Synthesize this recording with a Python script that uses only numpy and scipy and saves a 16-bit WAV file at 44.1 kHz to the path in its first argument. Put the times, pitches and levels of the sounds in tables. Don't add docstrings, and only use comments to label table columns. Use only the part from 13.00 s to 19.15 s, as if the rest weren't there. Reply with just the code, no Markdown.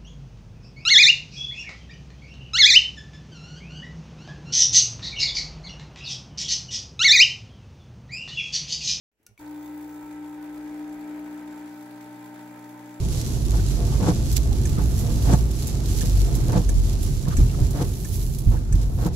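import sys
import numpy as np
from scipy import signal
from scipy.fft import rfft, irfft
from scipy.io import wavfile
from scipy.ndimage import uniform_filter1d

SR = 44100
rng = np.random.default_rng(int(sys.argv[2]) if len(sys.argv) > 2 else 0)


def transcribe(signal):
    frames = np.atleast_2d(signal).T
    limited = np.clip(frames, -1, 1)
    pcm = np.round(limited * 32767).astype(np.int16)
    wavfile.write(sys.argv[1], SR, pcm)


N = 271339
TIME = np.arange(N) / SR

# time in seconds, mean firing rate in Hz, mean level in dB.
ENGINE_COURSE = [(0, 54.28, -30), (.2, 56.79, -32), (.55, 52.84, -27), (.78, 50.4, -26), (1.1, 54.8, -36),
                 (1.35, 56.96, -27), (1.75, 55.1, -30), (1.98, 58.2, -26), (2.1, 56.16, -36),
                 (2.25, 56, -26), (2.45, 54.24, -23.5), (2.65, 53.02, -33), (2.9, 50.2, -21),
                 (3.5, 44.46, -25.5), (3.95, 42.82, -26.5), (4.35, 41.13, -27), (4.7, 46.17, -30.5),
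                 (5.1, 46.9, -35.5), (5.7, 45.78, -27), (6.15, 49.64, -32)]
ENGINE_WAVER_DB = 3

# time in seconds, mean thump level in dB, mean roar level in dB.
ROAD_COURSE = [(0.0, -29, -38.5), (0.12, -28, -38), (0.86, -27, -36), (1.03, -25, -35), (1.37, -26, -38.5),
               (1.66, -24.5, -35.5), (1.95, -27, -38), (2.26, -22.5, -34.5), (2.6, -30, -37.5),
               (3.49, -25.5, -35), (3.68, -28.5, -40.5), (4.06, -26.5, -39), (4.62, -28.5, -39),
               (4.81, -32, -37.5), (5.02, -30, -42), (5.45, -30.5, -45), (5.86, -28, -46.5),
               (6.15, -30, -40.5)]
# frequency in Hz, relative spectral weight in dB.
RUMBLE_TONE = [(12, -40), (20, -29), (54, 1), (123, -3), (151, -6.5), (192, -16), (390, -15.5), (440, -28),
               (549, -55), (874, -33), (1010, -69), (1360, -71), (2500, -68), (3250, -78), (5500, -120)]
# frequency in Hz, width in Hz, relative gain in dB.
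CABIN_MODES = [(34.6, 9.6, -6), (128.7, 12.8, -8.5), (205.3, 26, -23), (249.6, 5.5, -29), (320, 17.6, -21),
               (384.4, 20.3, -22), (490, 29, -42), (647, 13, -33.5), (839, 7.3, -38), (1163, 42, -38)]
ROAD_WAVER_DB = 0.5
JOLT_THUMP_DB, JOLT_ROAR_DB, JOLT_RISE_S = -10.5, -28.5, 0.014

# start in seconds, peak in dB.
WHEEL_BUMPS = [(4.386, -6.5), (4.609, -13), (5.465, -12), (5.534, -27), (5.735, -14.5)]
# frequency in Hz, relative level in dB, 60 dB decay in seconds.
CHASSIS_MODES = [(46, -5, 0.36), (68.8, -4, 0.16), (110.9, -16.5, 0.47), (142, -3, 0.058)]

# time from the far turn in seconds, drag and scrape levels in dB ahead of the turn's offsets.
WIPER_CYCLE = [(-.72, -49, -62), (-0.56, -44, -81), (-.545, -31.5, -43), (-0.49, -41, -52),
               (-0.384, -48, -53.5), (-0.277, -37, -50.5), (-0.103, -42.5, -54.5), (-0.0805, -29.5, -42.5),
               (-0.035, -25, -36.5), (0.0043, -20.5, -32), (0.038, -37.5, -52), (0.08, -44, -59.5),
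               (.52, -44, -59)]
# time in seconds, drag offset in dB, scrape offset in dB.
FAR_TURNS = [(-.15, 3, 4), (1.089, 1, -0.5), (2.333, 0.5, 0), (3.574, -1, -2), (4.822, -4.5, -3.5),
             (6.065, -2.5, -2)]
# frequency in Hz, width in Hz, relative gain in dB.
GLASS_MODES = [(171, 37, 3.5), (286, 47, 1), (471, 106, -4), (719, 88, -4), (875, 90, -6), (1133, 93, -7.5)]
# frequency in Hz, width in Hz, relative gain in dB.
SCRAPE_MODES = [(1290, 360, 8.5), (1820, 870, -6), (4650, 1200, -34)]
# frequency in Hz, width in Hz, relative gain in dB.
LINKAGE_MODES = [(125, 58, -0.17), (174.3, 45.7, -1.8)]
LINKAGE_DB = 0.5
JUDDER_HZ = 109.76
# time of the swell in seconds, level in dB.
MOTOR_WHINES = [(0.829, -36.5), (2.071, -39), (3.301, -38.5)]
WHINE_HZ, WHINE_S = 475, 0.052
# centre in seconds, pitch in Hz, level at the centre in dB, half length in seconds.
RUBBER_SQUEAKS = [(0.543, 1300, -44, 0.012), (0.597, 1500, -40, .008), (0.933, 860, -36, .015),
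                  (0.955, 1150, -38.5, 0.013), (1.788, 1250, -36.5, 0.02), (3.056, 1596, -48, 0.012),
                  (4.257, 1739, -44, 0.0065), (4.281, 1010, -36, 0.013), (4.312, 1450, -38, 0.011),
                  (4.331, 1265, -33, 0.011), (4.501, 2530, -43, 0.0073), (4.548, 1260, -40, 0.0062),
                  (4.594, 697, -36, 0.016), (5.543, 920, -38, 0.014), (5.572, 1454, -42, 0.0087)]
# start in seconds, peak in dB.
BLADE_KNOCKS = [(.53, -25), (1.02, -18), (1.082, -10), (1.78, -19), (2.325, -13), (3.03, -16.5),
                (3.555, -14.5), (3.573, -11.5), (4.277, -19), (4.812, -15), (5.535, -24), (6.055, -13.5)]
# frequency in Hz, relative level in dB, 60 dB decay in seconds.
ARM_MODES = [(173.2, 1.5, 0.1), (315, 1.5, 0.049), (482, -10, 0.13), (716, -17.5, 0.018),
             (996, -17.5, 0.065), (1255, -16, 0.035)]

# start in seconds, strike strength in dB.
RELAY_TICKS = [(1.325, -23), (1.9914, -27), (2.6699, -22.5), (3.3505, -23.5), (4.0269, -24), (4.7061, -28),
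               (5.3842, -26), (6.0621, -27)]
# start in seconds, strike strength in dB.
RELAY_TOCKS = [(1.6521, -24), (2.3321, -24), (3.0096, -21.5), (3.689, -23), (4.3665, -22), (5.0454, -28),
               (5.7234, -25.5)]
# frequency in Hz, width in Hz, gain in dB.
TICK_CASE = [(6500, 7700, -11), (7800, 270, -10), (9070, 700, 1.5), (10984, 1100, -3), (12000, 500, -0.5),
             (14700, 3600, -1.5)]
# frequency in Hz, width in Hz, gain in dB.
TOCK_CASE = [(1770, 50, 16.5), (2200, 460, 3.5), (6400, 380, 5.5), (7050, 430, -0.5), (7900, 300, 10.5),
             (8820, 250, 10.5), (9350, 190, -16), (13200, 3000, -11.5)]
# start in seconds, strength of the burst in dB.
STALK_STEPS = [(1.3615, -28), (1.3645, -21), (1.3675, -16), (1.371, -24.5), (1.378, -23)]
STALK_T60_S = 0.021

# time in seconds, mean coarse level in dB, mean fine level in dB.
SPRAY_COURSE = [(0, -44.5, -52), (.2, -39, -45), (.42, -44.5, -48), (.7, -39, -47), (.9, -43.5, -50),
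                (1.15, -42, -51), (1.33, -39.5, -41), (1.51, -45.5, -51), (1.58, -41.5, -46),
                (1.72, -40.5, -45), (1.88, -45, -45), (1.98, -40, -38), (2.12, -41, -42), (2.4, -41.5, -44),
                (2.48, -47, -47.5), (2.68, -39.5, -43), (2.83, -45, -52), (2.95, -38, -38.5),
                (3.17, -39, -42), (3.46, -44, -47.5), (3.76, -42.5, -48), (3.87, -40, -44),
                (3.97, -46, -55), (4.03, -44, -44), (4.24, -44, -49.5), (4.31, -47, -53),
                (4.38, -43.5, -46), (4.6, -46.5, -49), (5.12, -44.5, -37.5), (5.56, -49, -47),
                (5.6, -54, -56), (5.7, -55.5, -59), (5.82, -47, -54), (5.92, -54.5, -51), (6.05, -48, -44),
                (6.11, -61, -69), (6.15, -46, -56)]
# start in seconds, strength of the burst in dB.
GRIT_SPECKS = [(0.602, -36), (0.8675, -37), (1.3001, -37), (1.6926, -32), (2.225, -32), (2.5103, -33.5),
               (2.6233, -32), (2.858, -33), (2.8858, -35), (3.93, -32), (4.2836, -32), (4.4103, -35),
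               (5.7524, -37.5), (5.83, -39)]
SPRAY_WAVER_DB, FINE_WAVER_DB = .7, 0.4
FLING_DB, FLING_S = -44.5, 0.018

# frequency in Hz, likeness from -1 to 1.
PORT_LIKENESS = [(30, 0.77), (60, 0.8), (300, 0.79), (640, 0.52), (1200, -.1), (3000, 0)]
# frequency in Hz, left gain in dB, right gain in dB.
PORT_COLOUR = [(101, 1.66, 4), (1370, -5.5, -4), (1900, -6.5, -4.5), (3310, -5, 0), (4200, -1.5, 3),
               (5060, 1, 0.5), (6100, 3.5, 2), (7300, -4.5, 5), (7980, -2, -0.5), (8600, -4.5, -5),
               (9680, -25, -1.5), (10740, -6.5, 3.5), (12100, -6, 1), (14100, -8.5, -4.5), (15500, -11, -6)]
TOP_HZ = 15700


def engine():
    hz, db = curve(ENGINE_COURSE)
    phase = 2 * np.pi * np.cumsum(hz * (1 + 0.03136 * walk(20))) / SR
    boom = np.sqrt(2) * np.sin(phase) + undb(-6.5) * np.sin(2 * phase)
    far_side = level(band(rng.standard_normal(N), 50.3, 4.4), 0)
    return undb(db + ENGINE_WAVER_DB * walk(9)) * pair(boom, far_side)


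def road():
    hz, weight_db = np.transpose(RUMBLE_TONE)
    noise = rng.standard_normal((2, 2, N))
    broad = level(shape(noise[0], undb(across(hz, weight_db))), -0.45)
    cabin = level(sum(undb(db) * band(noise[1], f, width) for f, width, db in CABIN_MODES), -5.5)
    thump, roar = split(pair(*(broad + cabin)), 218)
    thump_db, roar_db = curve(ROAD_COURSE) + ROAD_WAVER_DB * walk(8)
    jolt = np.zeros(N)
    for s, peak_db in WHEEL_BUMPS:
        since = (TIME - s).clip(0) / JOLT_RISE_S
        jolt += undb(peak_db) * since * np.exp(1 - since)
    thump_gain = undb(thump_db) + undb(JOLT_THUMP_DB) * jolt
    roar_gain = undb(roar_db) + undb(JOLT_ROAR_DB) * jolt
    return thump_gain * thump + roar_gain * level(roar, 0)


def bumps():
    return ring(WHEEL_BUMPS, CHASSIS_MODES, 0.0084, 0.29)


def wipers():
    drag, scratch = sweeps()
    rub = judder()
    glass = shake(rub, drag, GLASS_MODES)
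    scrape = shake(rub, scratch, SCRAPE_MODES)
    linkage = undb(LINKAGE_DB) * shake(rub, drag, LINKAGE_MODES)
    knocks = ring(BLADE_KNOCKS, ARM_MODES, 0.0026, 0.5)
    return pair(*(glass + scrape + linkage)) + motor() + squeaks() + knocks


def sweeps():
    s, *columns = np.transpose(WIPER_CYCLE)
    gains = []
    for k, cycle_db in enumerate(columns):
        turns_db = [np.interp(TIME - turn[0], s, cycle_db, -120, -120) + turn[k + 1] for turn in FAR_TURNS]
        gains.append(sum(undb(db) for db in turns_db))
    return gains


def judder():
    cycles = np.cumsum(JUDDER_HZ * undb(3 * walk(40))) / SR
    slips = np.diff(np.floor(cycles), prepend=0) * undb(2.0 * rng.standard_normal(N))
    flicker = level(rng.standard_normal((2, N)), 0) * undb(2.96 * walk(80))
    return level(slips, -4.1) + flicker


def motor():
    load = sum(undb(db) * np.exp(-((TIME - s) / WHINE_S) ** 2) for s, db in MOTOR_WHINES)
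    upper = undb(-2.5) * np.sin(2 * np.pi * 1.45 * WHINE_HZ * TIME)
    return load * (np.sin(2 * np.pi * WHINE_HZ * TIME) + upper)


def squeaks():
    noise = rng.standard_normal((2, N))
    out = np.zeros((2, N))
    for s, hz, db, half_s in RUBBER_SQUEAKS:
        out += np.exp(-((TIME - s) / half_s) ** 2) * level(band(noise, hz, 0.12 * hz), db)
    return out


def indicator():
    stalk = crack(hits(STALK_STEPS), STALK_T60_S)
    ticks = relay(RELAY_TICKS, TICK_CASE, 0.0012, 0.063)
    tocks = relay(RELAY_TOCKS, TOCK_CASE, 0.0025, 0.042)
    return stalk + ticks + tocks


def relay(events, modes, rattle_s, t60_s):
    slew = 1 / (rattle_s * SR)
    strength = signal.lfilter([slew], [1, slew - 1], decay(hits(events), t60_s))
    burst = strength * rng.standard_normal((2, N))
    return sum(undb(db) * band(burst, hz, width) for hz, width, db in modes)


def spray():
    coarse_db, fine_db = curve(SPRAY_COURSE) + SPRAY_WAVER_DB * walk(9)
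    fling = undb(FLING_DB) * sum(np.exp(-((TIME - turn[0]) / FLING_S) ** 2) for turn in FAR_TURNS)
    hiss = crack(undb(1.8 * walk(35)), .001)
    drops = (rng.random(N) < 400 / SR) * undb(2.0 * rng.exponential(size=N).clip(0, 4))
    patter = crack(drops, 0.0068)
    coarse, fine = split(level(hiss, -0.24) + level(patter, -1.8), 10080)
    coarse_gain = undb(coarse_db) + fling
    fine_gain = undb(fine_db + FINE_WAVER_DB * walk(11))
    grit = crack(hits(GRIT_SPECKS), 0.068)
    return coarse_gain * level(coarse, 0) + fine_gain * level(fine, 0) + grit


def ring(events, modes, rise_s, scatter_db):
    out = np.zeros((2, N))
    hz, db, t60 = np.array(modes).T[:, :, None]
    t = np.arange(int(t60.max() * SR)) / SR
    chance = rng.standard_normal((len(events), 2, 2, len(modes), 1))
    for (s, peak_db), (level_draw, phase_draw) in zip(events, chance):
        strength = undb(db + scatter_db * level_draw) * 1000. 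** (-t / t60)
        tones = strength * np.sin(2 * np.pi * hz * t + scatter_db * phase_draw)
        blow = tones.sum(axis=1) * (1 - np.exp(-t / rise_s))
        blow *= undb(peak_db) / np.abs(blow).max()
        i = int(s * SR)
        out[:, i:i + len(t)] += blow[:, :N - i]
    return out


def shake(force, gain, modes):
    def through(x):
        return sum((-1) ** k * undb(db) * band(x, hz, width) for k, (hz, width, db) in enumerate(modes))
    return through(gain * force) / through(force).std()


def crack(impulses, t60_s):
    bright = signal.butter(2, 1800, "high", fs=SR, output="sos")
    return decay(impulses, t60_s) * signal.sosfilt(bright, rng.standard_normal((2, N)))


def decay(impulses, t60_s):
    return signal.lfilter([1], [1, -1000. ** (-1 / (t60_s * SR))], impulses)


def hits(events):
    out = np.zeros(N)
    s, db = np.transpose(events)
    out[(s * SR).astype(int)] = undb(db)
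    return out


def pair(x, y):
    alike = across(*np.transpose(PORT_LIKENESS)).clip(-1, 1)
    mid = shape(x, np.sqrt(1 + alike))
    side = shape(y, np.sqrt(1 - alike))
    return np.array([mid + side, mid - side]) / np.sqrt(2)


def walk(rate):
    k = int(SR / rate)
    held = np.repeat(rng.standard_normal(N // k + 1), k)
    return 1.3 * uniform_filter1d(uniform_filter1d(held, k), k)[:N]


def band(x, hz, width_hz):
    return signal.lfilter(*signal.iirpeak(hz, hz / width_hz, SR), x)


def split(x, hz):
    return [signal.sosfilt(signal.butter(4, hz, kind, fs=SR, output="sos"), x) for kind in ("low", "high")]


def shape(x, gain):
    return irfft(rfft(x) * gain, N)


def across(hz, values):
    bins_hz = np.arange(N // 2 + 1) * SR / N
    return np.interp(np.log(bins_hz + 1), np.log(hz), values)


def curve(table):
    s, *columns = np.transpose(table)
    return [np.interp(TIME, s, c) for c in columns]


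def level(x, db):
    return x * undb(db) / np.sqrt(np.mean(x ** 2))


def undb(db):
    return 10 ** (np.asarray(db) / 20)


def scene():
    return engine() + road() + bumps() + wipers() + indicator() + spray()


def record(dry):
    hz, left_db, right_db = np.transpose(PORT_COLOUR)
    coloured = shape(dry, undb([across(hz, left_db), across(hz, right_db)]))
    limited = np.tanh(0.81 * coloured) / 0.78
    return signal.sosfilt(signal.ellip(12, .2, 80, TOP_HZ, fs=SR, output="sos"), limited)


dry = scene()
out = record(dry)
transcribe(out)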